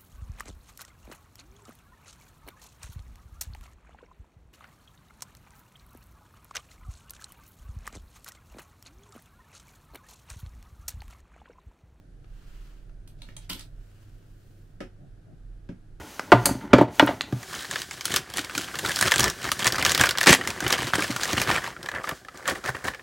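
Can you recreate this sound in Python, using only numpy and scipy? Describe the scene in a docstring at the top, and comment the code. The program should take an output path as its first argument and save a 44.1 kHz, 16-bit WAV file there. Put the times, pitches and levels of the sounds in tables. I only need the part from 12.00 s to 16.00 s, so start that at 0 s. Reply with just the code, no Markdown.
"""In a small, quiet room, a plastic coat hanger with a wire hook is lifted off a wall rail.
The hook ticks and scrapes along the rail, clinks against the next hook and clacks free.
Then the hanger knocks twice against a second one: a crack, and the hollow ring of the plastic frame.
The second hanger swings with soft thuds. A sleeve rustles as the arm moves.
Faint hiss, low rumble and mains hum lie underneath."""
import sys
import numpy as np
from scipy import signal
from scipy.fft import rfft, irfft
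from scipy.io import wavfile

SR = 44100
rng = np.random.default_rng(int(sys.argv[2]) if len(sys.argv) > 2 else 0)


def digitize_waveform(pressure):
    """Quantize a signal to 16-bit integers and store it at the path in sys.argv[1].

    Rows of a 2-D input are taken as channels; values are limited to [-1, 1].
    """
    field = np.atleast_2d(pressure).T
    bounded = np.clip(field, -1, 1)
    quanta = np.round(bounded * 32767).astype(np.int16)
    wavfile.write(sys.argv[1], SR, quanta)


N = 176400
TOP_HZ = 15750  # upper edge of the sound
CONTACT_RISE_S, CLICK_FADE_S = 0.000076, 0.018  # a fade time is the time to drop by 60 dB
CLICK_ROOM_DB, CRACK_ROOM_DB, WIRE_ROOM_DB = -1.5, -6.5, -10  # how much each sound fills the room
HOOK_LAG, KNOCK_LAG = 3, 1  # samples by which the left side is late


def amp(db):
    """Turns decibels into a gain."""
    return 10 ** (np.asarray(db) / 20)


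def left_gain(db):
    """Changes the level of the left side only."""
    return amp([[db], [0]])


def unit(x):
    """Scales a sound to an average (rms) strength of one."""
    return x / np.sqrt(np.mean(x ** 2) + 1e-20)


def read(points, hz):
    """Reads a curve between its points, with octaves evenly spaced."""
    point_hz, values = np.transpose(points)
    return np.interp(np.log(hz + 1), np.log(point_hz + 1), values)


def level(points):
    """Gain over time from (seconds, dB) points."""
    return amp(np.interp(np.arange(N) / SR, *np.transpose(points)))


def add(mix, start, sound):
    """Mixes a sound in at a start time in seconds."""
    part = mix[:, round(start * SR):][:, :sound.shape[-1]]
    part += sound[..., :part.shape[1]]


def colour(x, *curves, size=4096):
    """Shapes the tone by the sum of (Hz, dB) curves, with no ringing ahead of the sound."""
    hz = abs(np.fft.fftfreq(size, 1 / SR))
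    log_gain = np.log(amp(sum(read(curve, hz) for curve in curves)))
    response = np.exp(np.conj(signal.hilbert(log_gain)))
    taps = np.fft.ifft(response).real
    return signal.fftconvolve(x, taps[None, :size // 2], axes=1)


def slope(tilt_db, pivot_hz):
    """A curve that brightens or dulls by tilt_db per octave, flat below 176 Hz."""
    return [(hz, tilt_db * np.log2(hz / pivot_hz)) for hz in (176, TOP_HZ)]


def drift(hz):
    """A smooth random wander; a higher hz makes it quicker."""
    smoothing = np.exp(-(np.fft.rfftfreq(N, 1 / SR) / hz) ** 2)
    return unit(irfft(rfft(rng.standard_normal(N)) * smoothing, N))


def near_noise(size, likeness=0.59):
    """Noise from close by: mostly alike on the left and right."""
    shared, apart = rng.standard_normal((2, SR))[:, :size]
    return np.sqrt((1 + likeness) / 2) * shared + np.sqrt((1 - likeness) / 2) * np.array([apart, -apart])


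def burst(fade_s):
    """The noisy, quickly dying shake of two things touching."""
    t = np.arange(SR // 4) / SR
    return near_noise(len(t)) * (1 - np.exp(-t / CONTACT_RISE_S)) * amp(-60 * t / fade_s)


def ring(pitches, tones, rise_s):
    """A struck object rings with several tones, each fading at its own pace."""
    t = np.arange(SR // 2) / SR
    ringing = sum(amp(db - 60 * t / fade_s) * np.sin(2 * np.pi * (hz * t + rng.random()))
                  for hz, (db, fade_s) in zip(pitches, tones))
    onset = 1 - np.exp(-(t / rise_s) ** 2)
    return ringing * onset * np.ones((2, 1))


# Sound spread round the room. Each row: frequency in Hz, how alike left and right are (1 is the same).
LIKENESS = [(30, 1), (150, 0.92), (300, 0.88), (600, 0.06), (1500, 0.33), (4000, 0.35), (12000, 0.31)]
def spread_noise(size):
    """Noise from all sides: left and right are most alike in the bass."""
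    left, other = rfft(rng.standard_normal((2, size)))
    like = read(LIKENESS, np.fft.rfftfreq(size, 1 / SR))
    right = like * left + np.sqrt(1 - like ** 2) * other
    return irfft(np.array([left, right]), size)


# How long the room rings. Each row: frequency in Hz, fade time in seconds.
ROOM_FADE = [(100, 0.32), (300, 0.15), (1000, 0.23), (4000, 0.18), (9000, 0.18), (15000, 0.25)]
# Echoes off the near wall. Each row: delay in seconds, level in dB.
WALL_ECHOES = [(.0016, -7.5), (.0029, -10.5), (0.01, -19)]
def in_room(x, tail_db, lag=0):
    """A sound arrives directly, then off the wall, then as a short tail that lasts longest in the bass."""
    t = np.arange(SR // 2) / SR
    hz, times, spectrum = signal.stft(spread_noise(len(t)), SR, nperseg=256)
    fade = amp(-60 * times / read(ROOM_FADE, hz)[:, None])
    tail = signal.istft(spectrum * fade, SR, nperseg=256)[1][:, :len(t)]
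    tail *= np.clip((t - 0.0022) / 0.011, 0, 1)  # a tiny gap, then it builds up
    out = amp(tail_db) * signal.fftconvolve(x, tail / np.linalg.norm(tail[0]), axes=1)
    add(out, 0, np.array([np.roll(x[0], lag), x[1]]))
    for delay, db in WALL_ECHOES:
        for side in (0, 1):
            add(out[side:side + 1], delay + 0.0004 * rng.random(), amp(db) * x[side])
    return out * left_gain(-0.5)


# Tone of the room's air and of the rumble. Each row: frequency in Hz, level in dB.
AIR_COLOUR = [(20, -79), (75, -59), (110, -29.5), (150, -34), (225, -46), (306, -43), (490, -51),
              (680, -53), (1000, -64.5), (1550, -57), (2100, -67), (4300, -70.5), (7000, -74.5),
              (9500, -75.5), (10500, -76), (15500, -89)]
RUMBLE_COLOUR = [(8, -23.5), (20, -1.5), (30, -8), (39, 5.5), (48, -23), (65, -16), (120, -29)]
# How the rumble and the hum rise and fall. Each row: time in seconds, level in dB.
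RUMBLE_LEVELS = [(0, -48), (.25, -42.5), (.75, -42.5), (1.3, -47), (1.8, -45), (2.3, -47.5), (4, -45.5)]
HUM_LEVELS = [(0, -65.5), (.3, -58), (.55, -86), (1.05, -55), (2.2, -55), (4, -55.5)]
def room_tone(hum_hz=100):
    """Steady faint hiss, a slowly heaving rumble and a wavering mains hum."""
    hz = np.fft.rfftfreq(N, 1 / SR)
    air = irfft(rfft(spread_noise(N)) * amp(read(AIR_COLOUR, hz)), N)
    bass_only = amp(read(RUMBLE_COLOUR, hz)) * (hz < RUMBLE_COLOUR[-1][0])
    rumble = unit(irfft(rfft(spread_noise(N)) * bass_only, N)) * level(RUMBLE_LEVELS)
    waver = 0.16 * drift(hz=5)
    hum = np.sqrt(2) * np.sin(2 * np.pi * hum_hz * np.arange(N) / SR + waver) * level(HUM_LEVELS)
    return air * left_gain(-0.5) + rumble * left_gain(-3.5) + hum


# Moves of the arm. Each row: start in seconds, length in seconds, level in dB, tilt in dB per octave.
ARM_MOVES = [(0.164, 0.8, -60.5, -1), (1.58, 0.8, -66.5, 0.5), (2.07, 0.81, -70.5, 2.5)]
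# Tone of the cloth. Each row: frequency in Hz, level in dB.
CLOTH_COLOUR = [(200, 1), (800, 2.5), (1400, 8), (2200, 3.5), (2900, 6), (3700, 0.5), (4300, 2),
                (5200, -0.5), (7700, -2.5), (10000, -6), (15500, -6)]
def sleeve():
    """Cloth brushes with each move of the arm, louder as the arm goes faster."""
    out = np.zeros((2, N))
    cloth = spread_noise(N) * amp(drift(hz=80))  # a grain of about 1 dB
    for start, length, db, tilt_db in ARM_MOVES:
        speed = np.sin(np.pi * np.clip((np.arange(N) / SR - start) / length, 0, 1))
        add(out, 0, amp(db) * colour(cloth * speed ** 1.65, CLOTH_COLOUR, slope(tilt_db, pivot_hz=3020)))
    return out


# Ticks of the plastic. Each row: start in seconds, level in dB.
TICKS = [(0.244, -48.5), (0.895, -49), (2.227, -52)]
# Tone of a tick or crack of plastic. Each row: frequency in Hz, level in dB.
PLASTIC_COLOUR = [(60, -9), (250, 16.5), (450, 20), (580, -1.5), (700, 5.5), (830, 7.5), (1050, -7),
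                  (1300, 6), (2000, 1.5), (2900, -1), (4500, -12), (5400, -7), (7200, -17.5), (9500, -18),
                  (10500, -25), (15000, -29)]
def plastic_ticks():
    """The plastic ticks faintly as it is handled."""
    out = np.zeros((2, N))
    for start, db in TICKS:
        tick = colour(burst(CLICK_FADE_S), PLASTIC_COLOUR)
        add(out, start, amp(db) * in_room(tick, CRACK_ROOM_DB))
    return out


# Soft thuds. Each row: start in seconds, length in seconds, level in dB.
THUDS = [(.87, 0.16, -50.5), (1.038, 0.7, -50), (1.561, 0.23, -50), (2.982, 0.11, -41.5),
         (3.264, 0.1, -40.5)]
# Tone of a thud. Each row: frequency in Hz, level in dB.
THUD_COLOUR = [(40, -34), (90, 2), (140, 20.5), (200, 3), (300, 4), (480, -17), (620, -3), (800, -9.5),
               (1000, -48), (4000, -54)]
def thuds():
    """The hand and the swinging hanger make low thuds that swell quickly and fade."""
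    out = np.zeros((2, N))
    for start, length, db in THUDS:
        progress = np.linspace(0, 1, round(length * SR))
        swell = np.sin(np.pi * progress ** 0.54)
        thud = colour(near_noise(len(swell)) * swell, THUD_COLOUR)
        add(out, start, amp(db) * in_room(thud, tail_db=-4.5))
    return out


# Slides along the rail. Each row: start in seconds, length in seconds, level in dB.
SCRAPES = [(1.155, 0.22, -52), (1.397, 0.073, -48), (1.508, 0.035, -34.5), (1.564, 0.066, -38.5)]
# Tone of a scrape. Each row: frequency in Hz, level in dB.
SCRAPE_COLOUR = [(100, -1.5), (900, -18), (1600, -9.5), (3500, -5), (6000, -12), (9000, -19.5),
                 (15000, -25)]
def hook_scrapes(slips_per_s=2400, slip_range_db=13):
    """The sliding hook sticks and slips in tiny uneven clicks."""
    out = np.zeros((2, N))
    for start, length, db in SCRAPES:
        size = round(length * SR)
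        slipping = rng.random(SR) < slips_per_s / SR
        slips = slipping * amp(-slip_range_db * rng.random(SR))
        clicks = unit(slips[:size] * np.sign(near_noise(size)))
        scrape = colour(clicks * np.sqrt(np.hanning(size)), SCRAPE_COLOUR)
        add(out, start, amp(db) * in_room(scrape, CLICK_ROOM_DB))
    return out


# Hook touching hook. Each row: start in seconds, level in dB.
CLINKS = [(1.218, -59), (1.3661, -45.5)]
# The next hook's pitches in Hz, then a row for each pitch: level in dB, fade time in seconds.
NEXT_HOOK_HZ = (850, 2000, 3241, 3790, 6350, 8705, 9250, 9991)
NEXT_HOOK_TONES = [(-14, .14), (-13, .1), (-4, .12), (3, .09), (-2, .08), (-1, .06), (3, .06), (-4, .06)]
def hook_clinks():
    """The moving hook touches the next one, which rings thin and clear."""
    out = np.zeros((2, N))
    for start, db in CLINKS:
        clink = ring(NEXT_HOOK_HZ, NEXT_HOOK_TONES, CONTACT_RISE_S)
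        add(out, start, amp(db) * in_room(clink, WIRE_ROOM_DB, HOOK_LAG))
    return out


# The frame's pitches in Hz, then a row for each pitch: level in dB, fade time in seconds.
FRAME_HZ = (176, 240, 273, 305, 364, 544, 588, 1245, 1712, 2495)
FRAME_TONES = [(2, 0.14), (1, 0.094), (-1.5, 0.096), (-2, 0.07), (-5.5, 0.15), (-6, 0.1), (-9, 0.042),
               (-27, 0.17), (-33, 0.17), (-27, 0.11)]
def frame_ring(tilt_db):
    """The plastic frame rings hollow; a tilt below zero gives the duller sound of a softer blow."""
    body = ring(FRAME_HZ, FRAME_TONES, rise_s=0.0016)
    return in_room(colour(body, slope(tilt_db, pivot_hz=278)), tail_db=-9, lag=KNOCK_LAG)


# Shudders of the frame. Each row: start in seconds, level in dB.
SHUDDERS = [(1.22, -53.5), (1.287, -50), (1.498, -42), (1.552, -43)]
def frame_shudders():
    """The frame shakes as the hook catches and springs free."""
    out = np.zeros((2, N))
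    for start, db in SHUDDERS:
        add(out, start, amp(db) * frame_ring(tilt_db=-3))
    return out


# Hanger against hanger. Each row: start in seconds, the frame's level in dB and tilt in dB per octave,
# then the crack's level and tilt in the same units.
KNOCKS = [(2.8049, -33.5, 2, -36.5, 0.5), (3.6898, -33.5, -6, -45, -1.5)]
def hanger_knocks():
    """Plastic meets plastic: a snap and a dull crack, then the ring of the frame."""
    out = np.zeros((2, N))
    for start, frame_db, frame_tilt_db, crack_db, crack_tilt_db in KNOCKS:
        snap = amp(5.5) * burst(fade_s=0.017)
        crack = colour(snap + burst(fade_s=0.16), PLASTIC_COLOUR, slope(crack_tilt_db, pivot_hz=1090))
        add(out, start, amp(crack_db) * in_room(crack, CRACK_ROOM_DB, KNOCK_LAG))
        add(out, start + 0.00299, amp(frame_db) * frame_ring(frame_tilt_db))
    return out


# Hook hitting rail. Each row: start in seconds, four levels in dB (low, middle, treble, top),
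# the pitch of a peak in the click in Hz, its height in dB, the wire's level next to the click in dB.
CLACKS = [(1.076, -50, -41, -48.5, -50, 9900, 3.5, -26), (1.219, -43, -34.5, -46, -55, 3900, 10, -44),
          (1.2877, -43, -40, -66, -58, 1800, 14.5, -38), (1.3663, -40.5, -32, -35, -52, 3350, 5, -34),
          (1.4937, -37, -35, -38, -54, 8100, 0, -16), (1.4975, -26.5, -28.5, -30, -26, 4690, 22.5, -14.5),
          (1.5026, -24, -30.5, -31, -39, 3050, 14.5, -16.5), (1.5303, -38, -33, -39, -38, 3430, 13.5, -21),
          (1.5313, -47, -23.5, -34, -36, 3850, 5.5, -35), (1.5945, -45, -31.5, -36.5, -45, 4500, 2, -33),
          (1.609, -48.5, -40.5, -50, -54, 4500, 16, -34)]
# Where those four levels sit, in Hz.
BANDS_HZ = (1100, 3800, 9000, 14000)
# Tone shared by all the clicks. Each row: frequency in Hz, level in dB.
CLICK_COLOUR = [(60, -24.5), (230, 16.5), (340, 8.5), (470, -32), (590, 7.5), (720, -1.5), (900, 10),
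                (1100, -1), (1330, 9), (1650, -2.5), (2200, 4), (3700, -0.5), (4900, -3), (5500, -2),
                (6300, 2), (7000, -3), (8000, 7.5), (8600, 2), (9800, 7), (10900, -3), (12500, 3.5),
                (13600, 0), (15500, -2)]
# The wire hook's pitches in Hz, then a row for each pitch: level in dB, fade time in seconds.
WIRE_HZ = (830, 905, 1028, 1480, 2293, 2872, 3244, 3279, 3460, 3882, 4133, 4439, 4856, 5030, 12473)
WIRE_TONES = [(-9, .25), (-9, .25), (-11, .2), (-10, .2), (-13, .2), (-4, .2), (-6, .2), (-7, .2), (-5, .2),
              (-4, .18), (-5, .18), (-2, .18), (1, .12), (1, .12), (-1, .13)]
def hook_clacks(peak_width_ratio=1.345):
    """Each hit on the rail makes a click with its own tone and sets the wire ringing."""
    out = np.zeros((2, N))
    for start, *bands_db, hz, peak_db, wire_db in CLACKS:
        wire = ring(WIRE_HZ, WIRE_TONES, CONTACT_RISE_S)
        clack = amp(wire_db) * in_room(wire, WIRE_ROOM_DB, HOOK_LAG)
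        peak = [(hz / peak_width_ratio, 0), (hz, peak_db), (hz * peak_width_ratio, 0)]
        click = colour(burst(CLICK_FADE_S), CLICK_COLOUR, peak)
        add(clack, 0, in_room(click, CLICK_ROOM_DB, HOOK_LAG))
        add(out, start, colour(clack, list(zip(BANDS_HZ, bands_db))))
    return out * left_gain(-1)


def scene():
    """The hooks, the plastic and the sleeve over the tone of the room."""
    hooks = hook_clacks() + hook_clinks() + hook_scrapes()
    plastic = hanger_knocks() + frame_shudders() + thuds()
    return hooks + plastic + sleeve() + plastic_ticks() + room_tone()


def record(dry):
    """Cuts away the treble above TOP_HZ."""
    low_pass = signal.firwin(511, TOP_HZ, window=("kaiser", 9), fs=SR)
    return signal.oaconvolve(dry, low_pass[None], "same")


dry = scene()
out = record(dry)
digitize_waveform(out)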